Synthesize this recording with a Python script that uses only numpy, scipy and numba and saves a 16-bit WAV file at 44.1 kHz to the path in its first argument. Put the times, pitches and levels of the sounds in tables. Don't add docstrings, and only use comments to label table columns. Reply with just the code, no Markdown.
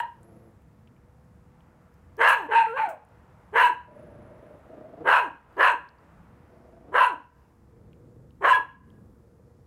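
import sys
import numpy as np
from scipy import signal
from scipy.io import wavfile
from scipy.ndimage import uniform_filter1d
from numba import njit

SR = 44100
rng = np.random.default_rng(int(sys.argv[2]) if len(sys.argv) > 2 else 0)


def natural_amplitude(level_db):
    exponent = np.asarray(level_db, float) / 20
    return 10 ** exponent


def put_to_file(sound):
    columns = np.atleast_2d(sound).T
    safe = np.clip(columns, -1, 1)
    whole_steps = np.round(safe * 32767)
    wavfile.write(sys.argv[1], SR, whole_steps.astype(np.int16))


N = 426006
TIME = np.arange(N) / SR

# frequency_hz, density_db (per Hz)
TOWN = [(25, -32), (34, -20), (44, -6.5), (102, -1), (200, -6), (250, -15.5), (330, -14.5), (500, -15.5),
        (900, -14.5), (1670, -23), (3000, -44), (4500, -39.5), (8000, -41), (13000, -43), (16500, -47)]
# frequency_hz, level_db
HUM = [(70, -67), (490, -72.5)]
# time_s, level_db
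TRAFFIC = [(0, 0.7), (1.2, -1), (2, 2), (4.3, 6.5), (6.2, 5.5), (6.9, 0), (8.3, -6), (9.66, -5.5)]
# centre_s, half_length_s, extra_rumble_db
LORRIES = [(2.122, 0.17, 4.5), (4.199, 0.24, 5), (6.3, .4, 3), (8.1, .4, 4.5), (8.999, .15, 4)]
# start_s, peak_db, centre_hz, brightness_db, decay_ms
TICKS = [(0, -41, 8850, -3.5, 8.9), (.231, -53, 8700, -10, 2), (.62, -59, 2930, -6, 1.5),
         (.874, -53.5, 2850, -41, 4.6), (0.963, -61, 2440, -28, 5.4), (1.606, -56.5, 2530, -29, 1.5),
         (1.941, -57, 6000, -7, 1.5), (2.168, -48, 6040, -4.5, 1.5), (2.285, -28.5, 10900, -3, 19),
         (2.889, -43, 9000, 0, 22), (3.05, -61, 10000, -18.5, 1.48), (3.088, -62.5, 8850, -2, 1.5),
         (3.999, -72, 2600, -9, 1.5), (5.528, -60.5, 4500, -14, 1.9), (5.568, -53.5, 4556, -8, 0.95),
         (5.889, -51, 4303, -26, 1.8), (5.985, -63.5, 4200, -29.5, 1.5), (7.931, -52.5, 2582, -24, 1.5),
         (8.307, -57, 3186, -24.5, 1.3), (8.902, -58, 3250, -20, 1.3)]
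# delay_s, level_db
ECHOES = [(0.023, -7), (0.055, -12.5), (.112, -25), (.171, -33), (.23, -49), (0.301, -51.5), (.4, -51)]
# frequency_hz, width_hz, level_db
TAIL_LINES = [(930, 6, -26), (980, 4.5, -10.5), (1560, 5.3, -17.5), (1660, 5.9, -11)]
# start_s, length_s, level_db, mouth_hz, throb_depth (0-1)
GROWLS = [(.16, .37, -53.5, 664, 0.41), (3.87, .75, -53.5, 593, 0.79), (4.599, .44, -51, 633, .8),
          (6.451, .47, -56, 655, 0.63), (7.66, .66, -60, 444, .6), (8.851, .8, -63, 438, 0.61)]
# frequency_hz, width_hz, level_db
GROWL_BODY = [(110, 30, -3), (230, 150, -1), (316, 120, -5), (469, 83, -1), (1070, 360, -21)]
# start_s, peak_s, end_s, level_db
WHISTLES = [(.2, 0.244, .52, -74.5), (3.9, 4.0, 4.62, -83)]
# start_s, hold_s, release_s, level_db, top_pitch_hz
BARKS = [(2.172, 0.12, .14, 0.5, 539.9), (3.522, 0.1, .055, 0, 540.4), (5.036, .105, .11, 0, 520.7),
         (5.561, .094, .055, 0, 519.4), (6.915, .095, .1, -1.5, 530.4), (8.405, .105, .05, -2, 522.7)]
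BARK_FOLDS = [(.6, .45), (.75, .6), (.92, .85), (1, .8), (.96, .5), (.88, .12), (.45, .15)]
BARK_JAW = [0.01, 0.01, 0.01, .9, 1.2, 1.1, 0.31]
# time_s, pitch_hz, roughness (0-1)
YELP_FOLDS = [(0, 940, .35), (.17, 950, .25), (2.485, 440, .2), (2.53, 460, .7), (2.6, 460, .5),
              (2.665, 450, .06), (2.72, 455, .08), (2.76, 545, .1), (2.789, 600, .6), (2.79, 880, .55),
              (2.82, 900, .4), (2.88, 720, .3), (2.95, 480, .3)]
# time_s, effort_db, jaw_opening (about 0-1)
YELPS = [
    [(0.0, -3.5, 1.16), (.012, -19, 0.95), (.08, -34, 1.23), (.168, -53, 1.2)],
    [(2.485, -27.5, -.3), (2.519, -6, 0.2), (2.569, -3, 1.3), (2.6, -5.5, 1.2), (2.645, -17, 1.3),
     (2.667, -15, .6), (2.753, -17, -0.13)],
    [(2.775, -5.5, .3), (2.81, -12, 1.1), (2.851, -16, 1.3), (2.891, -17, -0.33), (2.95, -36, 0.37)],
]
# start_s, end_s, from_hz, to_hz, roughness (0-1)
LEAPS = [(2.549, 2.664, 935, 880, .3), (3.627, 3.666, 985, 975, .15), (7.005, 7.05, 1030, 980, .5),
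         (8.5, 8.528, 1020, 995, .3), (8.529, 8.562, 1700, 1640, .2)]
# first_hz, second_hz, third_hz, first_db, breath_db (hiss below the third)
THROATS = [(940, 1700, 3110, 2.5, -31), (990, 1720, 2880, -1.5, -21.5), (909, 1650, 2700, -0.17, -27.5),
           (897, 1540, 2400, 0.3, -28.5), (957, 1700, 2830, 0.5, -21.5), (1008, 1630, 2780, -0.1, -23.5),
           (1020, 1680, 2780, 0, -22.5), (1033, 1570, 2860, 1.3, -22.5), (1043, 1700, 2930, 3, -22)]
# full_effort_db, slope_db (per dB of effort), open_jaw_db, leap_db
LAYERS = [(-25, 0.64, -13, -5.5), (-21.5, 0.9147, 4, 3), (-19.5, 1.28, 0.74, -2), (-34.5, 1.27, 8, 1.16)]
JAW_SHIFT = [0, -.03, -.08]
# frequency_hz, width_hz, level_db
FOURTH = [(3470, 160, 0.3), (4120, 630, 1.5)]
# frequency_hz, width_hz, level_db
HISS = [(5440, 390, -2.5), (6650, 580, -1), (8200, 2800, 1.5), (10000, 920, 4), (11800, 1600, -2.5),
        (14700, 1200, -2)]


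def level(x, db):
    return x * natural_amplitude(db) / np.sqrt(np.mean(x ** 2))


def even(x, span_s=0.046):
    return x / np.sqrt(uniform_filter1d(x ** 2, int(span_s * SR)) + 1e-12)


def read(rows):
    s, *columns = np.transpose(rows)
    return [np.interp(TIME, s, column) for column in columns]


def gate(start_s, end_s):
    to_edge = np.minimum(TIME - start_s, end_s - TIME)
    return np.clip(to_edge / .006 + (start_s <= 0), 0, 1) * (TIME < end_s)


def walk(rate_hz):
    hold = int(SR / rate_hz)
    steps = np.repeat(rng.standard_normal(N // hold + 1), hold)
    return 1.3 * uniform_filter1d(uniform_filter1d(steps, hold), hold)[:N]


@njit
def svf(x, hz, width):
    y, band, low = np.empty(len(x)), 0., 0.
    for i in range(len(x)):
        g, k = np.tan(np.pi * hz[i] / SR), width[i] / hz[i]
        v = (band + g * (x[i] - low)) / (1 + g * (g + k))
        band, low, y[i] = 2 * v - band, low + 2 * g * v, k * v
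    return y


def peak(x, hz, width):
    return signal.lfilter(*signal.iirpeak(hz, hz / width, fs=SR), x)


def ring(x, hz, width):
    if np.ndim(hz) == 0:
        section = np.concatenate(signal.iirpeak(hz, hz / width, fs=SR))
        return signal.sosfilt(np.tile(section, (2, 1)), x)
    widths = width + 0 * hz
    return svf(svf(x, hz, widths), hz, widths)


def cut(x, hz):
    return signal.sosfilt(signal.butter(8, hz, fs=SR, output="sos"), x)


@njit
def folds(hz, rough, chance, jitter, shimmer):
    pulses, phase, p, k = np.zeros(len(hz) + 1), np.empty(len(hz)), 0., 0
    for i in range(len(hz)):
        step = hz[i] * np.exp(jitter * rough[i] * chance[k, 0]) / SR
        p += step
        if p >= 1:
            p, k = p - 1, k + 1
            size = np.exp(shimmer * rough[i] * chance[k, 1])
            early = min(p / step, 1.)
            pulses[i] += size * early
            pulses[i + 1] += size * (1 - early)
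        phase[i] = p
    return pulses[:-1], phase


def town():
    roar_db, = read(TRAFFIC)
    rumble_db = 3 + .1 * roar_db + 1.2 * walk(0.73)
    for s, half_s, db in LORRIES:
        rumble_db = rumble_db + db * np.exp(-((TIME - s) / half_s) ** 2)
    out = 0
    table_hz, density_db = np.transpose(TOWN)
    for hz in 28 * 2 ** np.arange(0, 9.2, .5):
        swell_db = rumble_db if hz < 400 else roar_db * (hz < 3500)
        flicker_db = (2.5 if hz < 400 else 1.0) * walk(6)
        band_db = np.interp(np.log(hz), np.log(table_hz), density_db) + 10 * np.log10(hz)
        noise = level(ring(rng.standard_normal(N), hz, hz / 2), 0)
        out = out + natural_amplitude(band_db + swell_db + flicker_db) * noise
    out *= natural_amplitude(-56) / np.sqrt(np.mean(out[SR // 2:2 * SR] ** 2))
    return out + hum()


def hum():
    out = np.zeros(N)
    for hz, db in HUM:
        phase = 2 * np.pi * np.cumsum(hz * (1 + 0.021 * walk(6.8))) / SR
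        out += natural_amplitude(db + 2.1 * walk(4.3)) * np.sqrt(2) * np.sin(phase)
    return out


@njit
def walls(x, lags, gain, damp):
    line, soft, out = np.zeros((8, 4096)), np.zeros(8), np.zeros(len(x))
    for i in range(len(x)):
        for k in range(8):
            soft[k] += (1 - damp) * (gain[k] * line[k, (i - lags[k]) & 4095] - soft[k])
        total = soft.sum()
        out[i] = total - 2 * (soft[0] + soft[3] + soft[5] + soft[6])
        for k in range(8):
            line[k, i & 4095] = x[i] + soft[k] - total / 4
    return out


def yard_tail(dog):
    t60_s = 0.48
    lags = np.array([701, 887, 1093, 1327, 1597, 1871, 2203, 2579])
    tail = natural_amplitude(-25) * walls(dog, lags, natural_amplitude(-60 * lags / SR / t60_s), .9)
    for hz, width, db in TAIL_LINES:
        tail = tail + natural_amplitude(db) * peak(ring(dog, hz, 200), hz, width)
    return tail


def echoes(dog):
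    dull = signal.lfilter([.45], [1, -.55], dog)
    t = TIME[:SR // 2]
    energy = np.zeros(len(t))
    for delay_s, db in ECHOES:
        smear_s = .012 + delay_s / 8
        energy += natural_amplitude(2 * db) * np.exp(-((t - delay_s) / smear_s) ** 2) / smear_s
    response = rng.standard_normal(len(t)) * np.sqrt(energy / SR / np.sqrt(np.pi))
    return signal.fftconvolve(dull, response)[:N]


def ticks():
    out, t = np.zeros(N), np.arange(4000) / SR
    for s, db, hz, bright_db, decay_ms in TICKS:
        burst = rng.standard_normal(4000) * np.exp(-1000 * t / decay_ms)
        edge = np.diff(burst, prepend=0) / 2
        tick = ring(burst, hz, hz / 3) + natural_amplitude(bright_db) * edge
        out[int(s * SR):][:4000] += natural_amplitude(db) * tick / np.abs(tick).max()
    return out


def growl_controls():
    rise_s, fall_s, edge_db = 0.12, .06, -9
    wind_up_s, wind_up_db, wind_up_pitch, wind_up_mouth = .085, 12.5, 1.3, 1.12
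    rows = []
    for s, length, db, mouth_hz, depth in GROWLS:
        end = s + length
        hz = 93.8 + 46.07 * depth
        steady = (db, mouth_hz, hz, depth)
        faint = (db + edge_db, mouth_hz, hz, depth)
        rows += [(s, *faint), (s + rise_s, *steady)]
        if min(abs(end - bark[0]) for bark in BARKS) < .03:
            wound_up = (db + wind_up_db, mouth_hz * wind_up_mouth, hz * wind_up_pitch, depth / 2)
            rows += [(end - wind_up_s, *steady), (end, *wound_up)]
        else:
            rows += [(end - fall_s, *steady), (end, *faint)]
    return read(sorted(rows))


def growls():
    db, mouth_hz, hz, depth = growl_controls()
    throb_hz = 25.8 * (1 + .04 * walk(6.6))
    throb = 1 + depth * np.sin(2 * np.pi * np.cumsum(throb_hz) / SR)
    pulses, phase = folds(hz, depth, rng.standard_normal((N // 100, 2)), .1, .3)
    breath = .04 * rng.standard_normal(N) * np.exp(-phase / 0.74)
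    source = throb * (pulses + breath)
    voice = 2.8 * depth ** 2 * ring(source, mouth_hz, 72)
    for f, width, body_db in GROWL_BODY:
        voice = voice + natural_amplitude(body_db) * ring(source, f, width)
    sounding = np.minimum(sum(gate(g[0], g[0] + g[1]) for g in GROWLS), 1)
    return natural_amplitude(db) * level(voice, 0) * sounding + nose_whistle(throb)


def nose_whistle(throb):
    loudness = np.zeros(N)
    for start, top, end, db in WHISTLES:
        curve_db = np.interp(TIME, [start, top, end], [db - 10.5, db, db - 10.5])
        loudness += gate(start, end) * natural_amplitude(curve_db)
    centre_hz = 10200 + 900 * (TIME < 1)
    return loudness * throb * level(ring(rng.standard_normal(N), centre_hz, 700), 0)


def calls():
    attack_s, kick_s, drop_s = .042, .013, .03
    stage_db = np.array([-39, -21, 0, 0, -3.5, -12, -26])
    efforts, cycles = [np.array(yelp) for yelp in YELPS], list(YELP_FOLDS)
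    for s, hold, release, db, top_hz in BARKS:
        drop, end = min(drop_s, release / 2), max(release - drop_s, release / 2)
        t = s + np.cumsum([0, kick_s, attack_s - kick_s, hold / 2, hold / 2, drop, end])
        efforts.append(np.c_[t, db + stage_db, BARK_JAW])
        cycles += [(u, top_hz * share, rough) for u, (share, rough) in zip(t, BARK_FOLDS)]
    return sorted(efforts, key=lambda rows: rows[0, 0]), sorted(cycles)


def fold_motion(cycles):
    hz, rough = read(cycles)
    for start, end, from_hz, to_hz, leap_rough in LEAPS:
        inside = (TIME > start) & (TIME < end)
        hz = np.where(inside, np.interp(TIME, [start, end], [from_hz, to_hz]), hz)
        rough = np.where(inside, leap_rough, rough)
    return hz, rough


def throat(efforts, hz, rough):
    effort_db, jaw = read(np.concatenate(efforts))
    postures = [(s, *row) for rows, row in zip(efforts, THROATS) for s in rows[[0, -1], 0]]
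    *throat_hz, extra_db, breath_db = read(postures)
    leaping, squeaking = hz > 650, hz > 1300
    leap = uniform_filter1d(leaping * 1., 400)
    squeak = uniform_filter1d(squeaking * 1., 300)
    whine = uniform_filter1d((rough < .11) * 1., 600)
    chest_db, first_db, second_db, third_db = (
        db + slope * effort_db + jaw_db * jaw + leap_db * leap for db, slope, jaw_db, leap_db in LAYERS)
    first_hz, second_hz, third_hz = (
        f * (1 + shift * np.clip(jaw, 0, 1.3)) for f, shift in zip(throat_hz, JAW_SHIFT))
    first_hz = first_hz * (1 + .003 * effort_db)
    first_db = first_db + extra_db - 9.5 * squeak - 10 * whine
    second_db = second_db + 6 * squeak
    second_hz = uniform_filter1d(np.where(squeaking, hz, second_hz), 300)
    second_hz = second_hz + whine * (3 * hz - second_hz)
    first_hz = uniform_filter1d(np.where(leaping & ~squeaking & (hz < 1300), hz, first_hz), 300)
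    return (first_hz, second_hz, third_hz), (chest_db, first_db, second_db, third_db), breath_db


def wobble(rough):
    return 1 + .025 * rough * walk(50)


def breath_hiss(puff):
    hiss = np.zeros(N)
    for f, width, db in HISS:
        flutter = puff * natural_amplitude(2.1 * walk(300))
        hiss += natural_amplitude(db + 2.4 * walk(25)) * ring(flutter, f, width)
    hiss = even(hiss, span_s=0.13)
    return hiss - ring(hiss, 4850, 900)


def barks():
    efforts, cycles = calls()
    hz, rough = fold_motion(cycles)
    (first_hz, second_hz, third_hz), levels_db, breath_db = throat(efforts, hz, rough)
    third_db = levels_db[3]
    leaping = hz > 650

    pulses, phase = folds(hz, rough, rng.standard_normal((N // 20, 2)), .22, .4)
    puff = rng.standard_normal(N) * np.exp(-phase / .35)
    source = pulses - np.mean(pulses) + .12 * rough * puff

    chest_hz = uniform_filter1d(np.where(leaping, hz / 2, hz * (1 + .15 * rough)), 500)
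    chest = ring(source + .01 * puff, chest_hz, 330)

    breathy = source + np.where(leaping, .03, .07) * puff
    first = ring(breathy, first_hz * wobble(rough), 100 + 90 * rough)
    first = first - .35 * rough * ring(source, first_hz * 1.27, 300)
    first = first - (.1 + .15 * rough) * ring(source, first_hz * .7, 300)

    source = source + .13 * puff
    second = ring(source, second_hz * wobble(rough), 150 + 110 * rough)
    second = second + (.15 + .4 * rough) * ring(source, second_hz * 1.08, 800)
    third = ring(source, third_hz * wobble(rough), 250 + 200 * rough)
    third = third + .75 * ring(source, third_hz * .89, 900)
    fourth = sum(natural_amplitude(db) * ring(source, f, width) for f, width, db in FOURTH)

    layers = (chest, first, second, third)
    voice = cut(sum(natural_amplitude(db) * even(layer) for db, layer in zip(levels_db, layers)), 2900)
    voice = cut(voice + natural_amplitude(third_db - 21.5) * even(fourth), 4550)
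    hiss_db = .75 * (third_db + 26.5) - 27.5 + breath_db

    spans = [gate(rows[0, 0], rows[-1, 0] + .03 * (rows[-1, 1] > -22)) for rows in efforts]
    return (voice + natural_amplitude(hiss_db) * breath_hiss(puff)) * np.minimum(sum(spans), 1)


def ducking(bark):
    duck_db, hold_s = -3.5, 0.28
    loud = uniform_filter1d(bark ** 2, 441)[::441] > natural_amplitude(-50)
    held = np.convolve(loud, np.ones(int(hold_s * 100))) > 0
    duck = uniform_filter1d(np.repeat(held, 441)[:N] * 1., 2500)
    return natural_amplitude(duck_db * duck)


def scene():
    background = town()
    claws = ticks()
    bark = barks()
    claw_share = natural_amplitude(-12.5)
    dog = bark + growls() + claw_share * claws
    near = dog + (1 - claw_share) * claws
    return (near + echoes(dog) + yard_tail(dog) + ducking(bark) * background)[None]


def band_limit(x):
    return signal.sosfilt(signal.butter(12, 15800, fs=SR, output="sos"), x)


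def record(dry):
    ceiling = .75
    mix = ceiling * np.tanh(dry / ceiling)
    return band_limit(mix)


dry = scene()
out = record(dry)
put_to_file(out)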